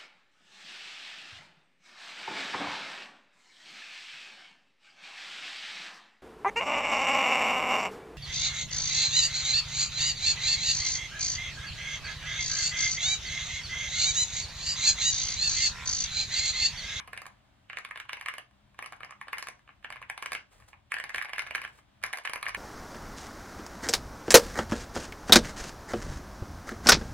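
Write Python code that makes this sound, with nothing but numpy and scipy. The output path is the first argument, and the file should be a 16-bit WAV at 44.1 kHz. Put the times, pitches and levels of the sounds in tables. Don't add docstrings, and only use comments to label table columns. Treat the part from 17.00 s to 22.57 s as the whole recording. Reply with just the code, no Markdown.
import sys
import numpy as np
from scipy import signal
from scipy.fft import rfft, irfft, next_fast_len
from scipy.io import wavfile
from scipy.ndimage import uniform_filter1d

SR = 44100
rng = np.random.default_rng(int(sys.argv[2]) if len(sys.argv) > 2 else 0)


def wrap_up_sound(samples):
    columns = np.atleast_2d(samples).T
    tamed = np.clip(columns, -1, 1)
    steps = np.round(tamed * 32767).astype(np.int16)
    wavfile.write(sys.argv[1], SR, steps)


def invert_db(level):
    return 10 ** (np.asarray(level, dtype=float) / 20)


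N = 245627

# f/Hz, level/dB per Hz
HUM_SPECTRUM = [(24, -33), (40, 4.5), (134, 0.5), (168, -20.5), (206, -9), (239, -26.5), (271, -19),
                (485, -33.5), (578, -22.5), (2490, -31), (3460, -31.5), (4340, -37.5), (16500, -56)]
# f/Hz, likeness (1 = the same)
HUM_LIKENESS = [(40, 1), (150, 0.78), (400, 0.18), (1500, .2), (4000, 0.4), (7000, 0.54)]
# f/Hz, level/dB
HUM_BALANCE = [(60, 5), (200, 0.5), (700, 2), (2400, 0)]
# t/s, rumble level/dB, hiss change/dB
HUM_DRIFT = [(0.0, -62, 5), (0.11, -62, 6.5), (0.76, -73, 3.5), (1.05, -67, -1), (1.5, -74, 1.5),
             (1.54, -66.5, 4), (2.44, -71, 3), (3.05, -65, 3), (3.26, -75, -5), (3.3, -66, -5),
             (3.5, -74.5, 1), (3.57, -63, 2.5), (4.13, -72.5, 1), (4.17, -60.5, -2), (4.28, -76.5, -12),
             (4.45, -61.5, -0.5), (4.99, -71.5, 5.5), (5.06, -58, 1), (5.18, -78, -8), (5.57, -56.5, -7)]
# t/s, level/dB
WRIST_SLIDES = [
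    [(3.45, -96), (3.502, -88.5), (3.524, -69), (3.676, -80.5), (3.682, -66.5), (3.75, -88)],
    [(4.68, -70.5), (4.712, -78), (4.788, -70.5), (4.872, -103), (4.9, -102)],
]
# f/Hz, level/dB per Hz
CLOTH_SPECTRUM = [(150, -36), (400, 6), (1500, 4), (4000, -4), (8000, -6.5), (11000, -9), (12000, -11.5),
                  (16000, -21)]
# f/Hz, t60/s
ROOM_DECAY = [(300, 0.33), (800, 0.28), (2000, 0.21), (6000, 0.27), (12000, 0.12)]
# delay t/s, knock left level/dB, knock right level/dB, tick level/dB
ECHOES = [(.0017, -7, -11.5, -14.5), (.0036, -11, -30, -10.5), (.0082, -4.5, -39, -28.5),
          (0.013, -25.5, -20, -18), (0.0145, -19, -24.5, -20.5), (.0225, -16, -29.5, -32.5),
          (0.0295, -22.5, -31.5, -30.5)]
# t/s, knock level/dB, tick above knock/dB, deep above bright/dB, left minus right/dB
KEY_CONTACTS = [(0.0, -34, -12, -4, -0.5), (0.0757, -43, -8.5, 2, -0.5), (0.0805, -46, -9, 4.5, -4),
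                (0.1319, -31.5, -10.5, -5, -5.0), (0.1656, -43, -17.5, -3.5, -3),
                (0.1759, -31, -12.5, -10, -5), (0.2184, -38.5, -6.5, 1.5, -5.5),
                (0.2557, -41, -15.5, -2.0, -8), (0.2658, -39.5, -2, 1, -4), (0.6991, -31.5, -25, -6.5, -3.0),
                (0.7316, -33.0, -22.5, -7, -6), (0.7713, -26.5, -18.5, -11.5, -6.5),
                (0.7863, -35, -6.5, -3.5, 0), (0.8494, -30.5, -14, -6, -4.0), (0.8894, -47, -15, -1, 4),
                (0.9107, -29.5, -20.0, -6, -4.5), (0.959, -30.5, -20.5, -10.5, -0.5),
                (0.9749, -31, -15.0, -9, -5.5), (0.9884, -53, -22.5, -3.5, 6),
                (1.0004, -29.5, -9.5, -8.5, -5.5), (1.021, -60.5, -13, -8, 4.5), (1.053, -48.5, -20, 0, 1),
                (1.0938, -27.5, -18.5, -7.5, -4), (1.1241, -46, -14.5, -4.5, -4),
                (1.1316, -24, -14, -10.5, -0.5), (1.1706, -37, -18, -10, -1.5),
                (1.197, -45.5, -10.0, -20, 5.5), (1.2117, -30.5, -14, -10, -4.0),
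                (1.2264, -47.5, -9.5, 1.5, 0.5), (1.2608, -25.0, -18.5, -8.5, -4.5),
                (1.2849, -22.5, -14.5, -8.5, 1), (1.339, -31.5, -11.5, -9.5, -3.5),
                (1.3825, -32.5, -6.5, -4.5, -2.5), (1.511, -60, -12, -1, -5), (1.745, -56.5, -15, -1.5, 0.0),
                (1.7903, -30, -16, -1.5, -2), (1.8252, -31, -14.5, -7, -2.5), (1.8431, -40, -13, -2, -10),
                (1.8607, -33, -9, -1.5, -3.0), (1.8745, -51, -4, 2, 3), (1.9234, -37.5, -9.5, 3, -3),
                (1.9315, -39.5, -20, -3, -3.0), (1.9632, -59, -1.5, -2, -2.0), (1.9675, -57.5, -10, 0, -6.0),
                (2.0059, -39.5, -18.5, 2.5, 2), (2.0325, -33.0, -21, -5.5, -8), (2.0472, -40.5, -9, 0, -0.5),
                (2.094, -47, -34, 2.5, -0.5), (2.1083, -40.5, -8.5, 1.5, -4.5), (2.124, -42, -29, 2.5, -4.0),
                (2.2136, -32.0, -15, -2.5, -1), (2.2263, -53.5, -4.5, -5.5, 14), (2.2722, -50, -21.5, 8, 3),
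                (2.283, -36, -13, -1, -4), (2.3308, -23.5, -12.5, -5, 0.5), (2.373, -36.5, -22, -4.5, -8),
                (2.3832, -28, -9.5, -7, -2), (2.3952, -41.5, -5, -14, 0), (2.426, -30.0, -7, -6.5, -3.5),
                (2.4706, -34.5, -7.5, -2, 0), (2.486, -31.5, -6.5, -6.5, -9), (2.593, -57.0, -9, -2, 2),
                (2.6773, -47, -26.5, -3, -3), (2.6912, -43.5, -34.5, 0.5, 0), (2.7054, -52, -32.0, -14, -4),
                (2.828, -52.0, -19, -6, -7), (2.8458, -31, -22.5, -7.5, -5.0),
                (2.853, -43.5, -35.0, -10, 6.0), (2.9034, -33, -14.5, -1.5, -6.5), (2.925, -31, -18, -12, -2),
                (2.9592, -39, -17.5, 0, -4.0), (2.9678, -38.5, -26.5, -18.5, 2), (3.0169, -45, -12, 8, -2),
                (3.0265, -32.5, -25, -17.5, -4.5), (3.0993, -24, -13.5, -8.5, -2.5),
                (3.1776, -31, -10.5, -2.5, -4), (3.2044, -56.5, -8, -11.5, 0.5), (3.2252, -28, -12.0, -4, -7),
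                (3.233, -34.5, -18.5, -12, 6), (3.2599, -25.0, -11.5, -9.5, -3.0),
                (3.3104, -46, -10.5, -15.5, 6), (3.3198, -26.0, -10, -5.5, -5), (3.3318, -27, -2.5, -8, -8.5),
                (3.3507, -23.5, -16.5, -23, -5.0), (3.4138, -61, -24, -3, 2.0),
                (3.6015, -56, -6.5, 5, -2), (3.6233, -51.5, -17, -3.5, -7), (3.686, -60.5, 7, -2, -2),
              (3.7313, -42.5, -26, -4, -6), (3.7388, -54.5, -35, 6, 4), (3.9066, -64, -0.5, -7.0, -2),
              (3.9197, -21, -17.5, -8.5, -3.5), (3.9411, -22.5, -16.5, -13, 1),
              (3.9669, -27, -23.5, -12.0, -4.0), (3.9856, -30, -15, -16, -5.0),
              (4.0, -27.5, -13, -11, -4.0), (4.0398, -30.5, -11, -5, -8), (4.047, -37, -23, -6.0, 0),
              (4.069, -49, -25.5, -7.0, -1.0), (4.0942, -31.0, -11, -9.5, -2), (4.1026, -38, -14, -2, -3),
              (4.1318, -54.5, -8, -8, 3.0), (4.1459, -20.5, -18, -14, -4.0), (4.16, -28, -10.5, -11, -7),
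              (4.182, -21.5, -17.0, -13.5, -4), (4.191, -35.5, -17.5, -21, 6),
              (4.2146, -28.5, -18.5, -11.5, -17), (4.2241, -29.5, -7, -9.0, 0),
              (4.248, -34.5, -13.5, -1.5, -1), (4.255, -31.5, -25.5, -8.0, -4), (4.2866, -41.5, -15, -1, 4),
              (4.2942, -34, -17.5, -7.0, -2.0), (4.2998, -40, -20.5, -2, -8),
              (4.334, -24.0, -16.0, -9.5, -5), (4.361, -34.5, -17, -11, -3.0), (4.3822, -22, -14, -13, -1),
              (4.3937, -20, -16, -13.5, -4), (4.421, -33, -10.5, -4, -3.0), (4.466, -35, -22, -7, -5),
              (4.4713, -37.5, -6, -5, -1), (4.4845, -41, -34, -13, -4), (4.5092, -26, -16.5, -7, -3.5),
              (4.55, -18.5, -19.5, -21, -5.0), (4.5562, -26, -8.5, -6.5, -5), (4.5804, -29, -23, -20, -2.0),
              (4.6168, -31.5, -14, -8, -4.0), (4.635, -38.5, -21, -4, -6), (4.6399, -33.5, -16, -5, 0),
              (4.6499, -29, -18, -18.5, -10.5), (4.658, -48, -17, 4, 2), (4.6769, -43, -12.5, -7, -5.0),
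              (4.7883, -52.5, -20, -2, -3.5), (5.0172, -65.5, -2, 7, 13.5), (5.0282, -46.5, -5.5, -13, -12),
              (5.038, -19, -10, -8.0, -1.5), (5.0535, -32, -25.5, -5.5, -2), (5.0635, -38.5, 0.5, -6, -5),
              (5.1062, -51, -12, 9, -4), (5.13, -30, -8, -9.5, -9), (5.1351, -23.5, -15.5, -10, 0),
              (5.1577, -51, 1.5, 1, -4.0), (5.173, -35.5, -3.5, -5, -10), (5.1855, -34, -7, 1, -3),
              (5.2371, -52, -4, -10, -4), (5.2517, -24.0, -15, -6.0, -5.5), (5.2562, -30.0, -10, -15, 9),
              (5.2743, -31.5, -14, -12.0, -22), (5.2965, -28.5, -10, -4, -2.0),
              (5.3347, -25.5, -6.0, -6.5, -7), (5.3589, -26.5, -12, -3.5, -4),
              (5.3772, -43, -11.5, -12, -3.0), (5.4125, -47.5, -7, -12, -1), (5.4285, -27.5, -7.5, -3, -4),
              (5.4565, -34, -10, -1, -1), (5.4655, -22.5, -28.5, -14.5, -3), (5.4805, -40, -2, 5, -4),
              (5.4855, -32, -3.5, 0, -2.0), (5.4926, -32, -7.5, -7.5, -13),
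              (5.5475, -22.5, -13.5, -11.5, -3)]
# f/Hz, level/dB, t60/s
CAP_DEEP = [(573, -17.5, 0.014), (822, -2.5, 0.013), (1093.4, 11, 0.0082)]
# f/Hz, level/dB, t60/s
CAP_BRIGHT = [(1701, 1.5, 0.0072), (2202, 4.5, 0.0051), (2773, -4, 0.0059), (3500, -12, 0.004)]
# f/Hz, level/dB, t60/s
CASE_MODES = [(748, -1, 0.085), (890, -11.5, .12), (1010, -4, .13), (1160, -9, .12), (1245, -9, .12),
              (1612, -2, .11), (1810, -11.5, .11), (1960, 2, .11), (1940, 7.5, .11), (2080, 11, 0.15),
              (2250, -2, .1), (2380, -6.5, .09), (2580, 6.5, 0.15), (2780, -5.5, .1), (2994, -16, .11),
              (3430, -11.5, .1)]
# f/Hz, level/dB per Hz
TICK_SPECTRUM = [(2000, -32), (3500, -8.5), (4700, -1.5), (6000, -5.5), (7500, -13.5), (8800, -10.5),
                 (10000, -4.5), (11200, 1), (11900, -11.5), (14000, -18), (16000, -32.5)]
# f/Hz, level/dB per Hz
STEM_SPECTRUM = [(300, -25), (1000, -8.5), (2200, -4), (3200, -6), (5000, -19.5), (11000, -29.5),
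                 (14000, -41)]
# f/Hz, phase/radians
LEFT_LEAD = [(0, 0), (2800, .3), (5600, 3.1), (8400, 6.3), (11800, 9.4), (15000, 12.6), (17000, 14.6)]


def unit(x):
    return x / np.sqrt(np.mean(x ** 2) + 1e-20)


def along(points, hz):
    f, value = np.transpose(points)
    return np.interp(np.log(hz + 1), np.log(f + 1), value)


def filtered(x, response):
    m = next_fast_len(N + SR // 2)
    hz = np.fft.rfftfreq(m, 1 / SR)
    return irfft(rfft(x, m) * response(hz), m)[..., :N]


def coloured(x, spectrum):
    gains = invert_db(along(spectrum, np.linspace(0, SR / 2, 500)))
    mean = np.sqrt(np.mean(gains ** 2))
    return filtered(x, lambda hz: invert_db(along(spectrum, hz)) / mean)


def noise_pair(spectrum, likeness):
    def response(hz):
        turn = np.arccos(np.clip(along(likeness, hz), -1, 1)) / 2
        return invert_db(along(spectrum, hz)) * [np.cos(turn), np.sin(turn)]

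    mid, side = filtered(rng.standard_normal((2, N)), response)
    return unit(np.array([mid + side, mid - side]))


def hum():
    t = np.arange(N) / SR
    s, rumble_db, hiss_db = np.transpose(HUM_DRIFT)
    tilt = lambda hz: invert_db(np.outer([0.5, -0.5], along(HUM_BALANCE, hz)))
    steady = filtered(noise_pair(HUM_SPECTRUM, HUM_LIKENESS), tilt)
    rumble = filtered(steady, lambda hz: 1 / (1 + (hz / 170) ** 6))
    hiss = steady - rumble
    swell = invert_db(np.interp(t, s, rumble_db) - 0.7) * unit(rumble)
    return swell + invert_db(-58 + np.interp(t, s, hiss_db)) * hiss


def wrist():
    t = np.arange(N) / SR
    stroke = np.zeros(N)
    for rows in WRIST_SLIDES:
        stroke += invert_db(np.interp(t, *np.transpose(rows), left=-200, right=-200))
    catches = invert_db(1.3 * unit(uniform_filter1d(rng.standard_normal(N), size=300)))
    cloth = noise_pair(CLOTH_SPECTRUM, [(1000, 0.19), (5000, 0.84)])
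    return invert_db(9.5) * stroke * catches * cloth


def room(x, alike):
    own, shared = rng.standard_normal((2, SR // 2)), rng.standard_normal(SR // 2)
    noise = alike * shared + np.sqrt(abs(1 - alike ** 2)) * own
    hz, t, z = signal.stft(noise, SR, nperseg=256)
    decay = invert_db(-60 * t / along(ROOM_DECAY, hz)[:, None])
    tail = signal.istft(z * decay, SR, nperseg=256)[1]
    build_s = 0.0022
    tail = tail * (1 - np.exp(-np.arange(tail.shape[1]) / SR / build_s))
    tail = tail / np.linalg.norm(tail[0])
    return signal.fftconvolve(x * np.ones((2, 1)), tail, axes=1)[:, :N]


def surfaces(knock, tick):
    delay, left_db, right_db, tick_db = np.transpose(ECHOES)

    def copies(hz, levels_db):
        late = [invert_db(db) * np.exp(-2j * np.pi * hz * d) for d, db in zip(delay, levels_db)]
        return 1 + sum(late)

    knock_heard = filtered(knock, lambda hz: [copies(hz, left_db), copies(hz, right_db)])
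    return knock_heard + filtered(tick, lambda hz: copies(hz, tick_db))


def ring(modes, t, scatter_db, detune, attack, spin):
    hz, db, t60 = np.transpose(modes)[:, :, None]
    pitch, strength, phase = rng.standard_normal((3, len(modes), 1))
    swing = -np.sin(2 * np.pi * hz * (1 + detune * pitch) * t + spin * phase)
    fading = invert_db(db + scatter_db * strength - 60 * t / t60)
    return (fading * swing).sum(0) * (1 - np.exp(-t / attack))


def cap_knock(t, deep_db):
    bright = ring(CAP_BRIGHT, t, scatter_db=2.64, detune=0.022, attack=0.00067, spin=0.92)
    deep = ring(CAP_DEEP, t, scatter_db=1.9, detune=0.074, attack=0.0009, spin=1.0)
    return bright / np.abs(bright).max() + invert_db(deep_db - 3) * deep / np.abs(deep).max()


def tick_burst(t):
    blow, rattle = invert_db(-60 * t / 0.0046), invert_db(-22.5 - 60 * t / 0.027)
    return (blow + rattle) * rng.standard_normal(len(t))


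def keys(seats):
    knocks, ticks = np.zeros((seats, 2, N + SR)), np.zeros((seats, N + SR))
    case, stem = np.zeros((2, N + SR)), np.zeros(N)
    t, short = np.arange(SR // 5) / SR, np.arange(SR // 40) / SR
    for s, db, tick_db, deep_db, pan_db in KEY_CONTACTS:
        at, seat = round(s * SR), rng.integers(seats)
        end = at + len(short)
        sides = invert_db([[pan_db / 2], [-pan_db / 2]])
        knocks[seat, :, at:end] += invert_db(db + 3) * sides * cap_knock(short, deep_db)
        ticks[seat, at:end] += invert_db(db + tick_db + 6) * tick_burst(short)
        before = short[:min(len(short), at)][::-1]
        speed = invert_db(-60 * before / 0.041) + invert_db(5 - 60 * before / 0.0092)
        stem[at - len(before):at] += invert_db(db - 25) * speed
        plate = [ring(CASE_MODES, t, scatter_db=6, detune=0.0039, attack=0.002, spin=3) for _ in sides]
        case[:, at:at + len(t)] += invert_db(db - 31.5) * np.array(plate)
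    scrape = coloured(stem * rng.standard_normal(N), STEM_SPECTRUM) * invert_db([[-3], [3]])
    return knocks[..., :N], coloured(ticks[:, :N], TICK_SPECTRUM), case[:, :N] + scrape


def scene():
    knocks, ticks, case = keys(seats=4)
    tails = np.zeros((2, N))
    for knock, tick in zip(knocks, ticks):
        tails += invert_db(-4) * room(knock.mean(0), alike=0.32)
        tails += invert_db(-9.5) * room(tick, alike=0.86)
    return hum() + wrist() + tails + surfaces(knocks.sum(0), ticks.sum(0)) + case


def band_limit(x):
    return signal.sosfilt(signal.butter(12, 16770, fs=SR, output="sos"), x)


def record(dry):
    def port_phases(hz):
        lead = np.interp(hz, *np.transpose(LEFT_LEAD))
        return np.exp(0.5j * np.outer([1, -1], lead))

    mix = filtered(dry, port_phases)
    return band_limit(mix)


dry = scene()
out = record(dry)
wrap_up_sound(out)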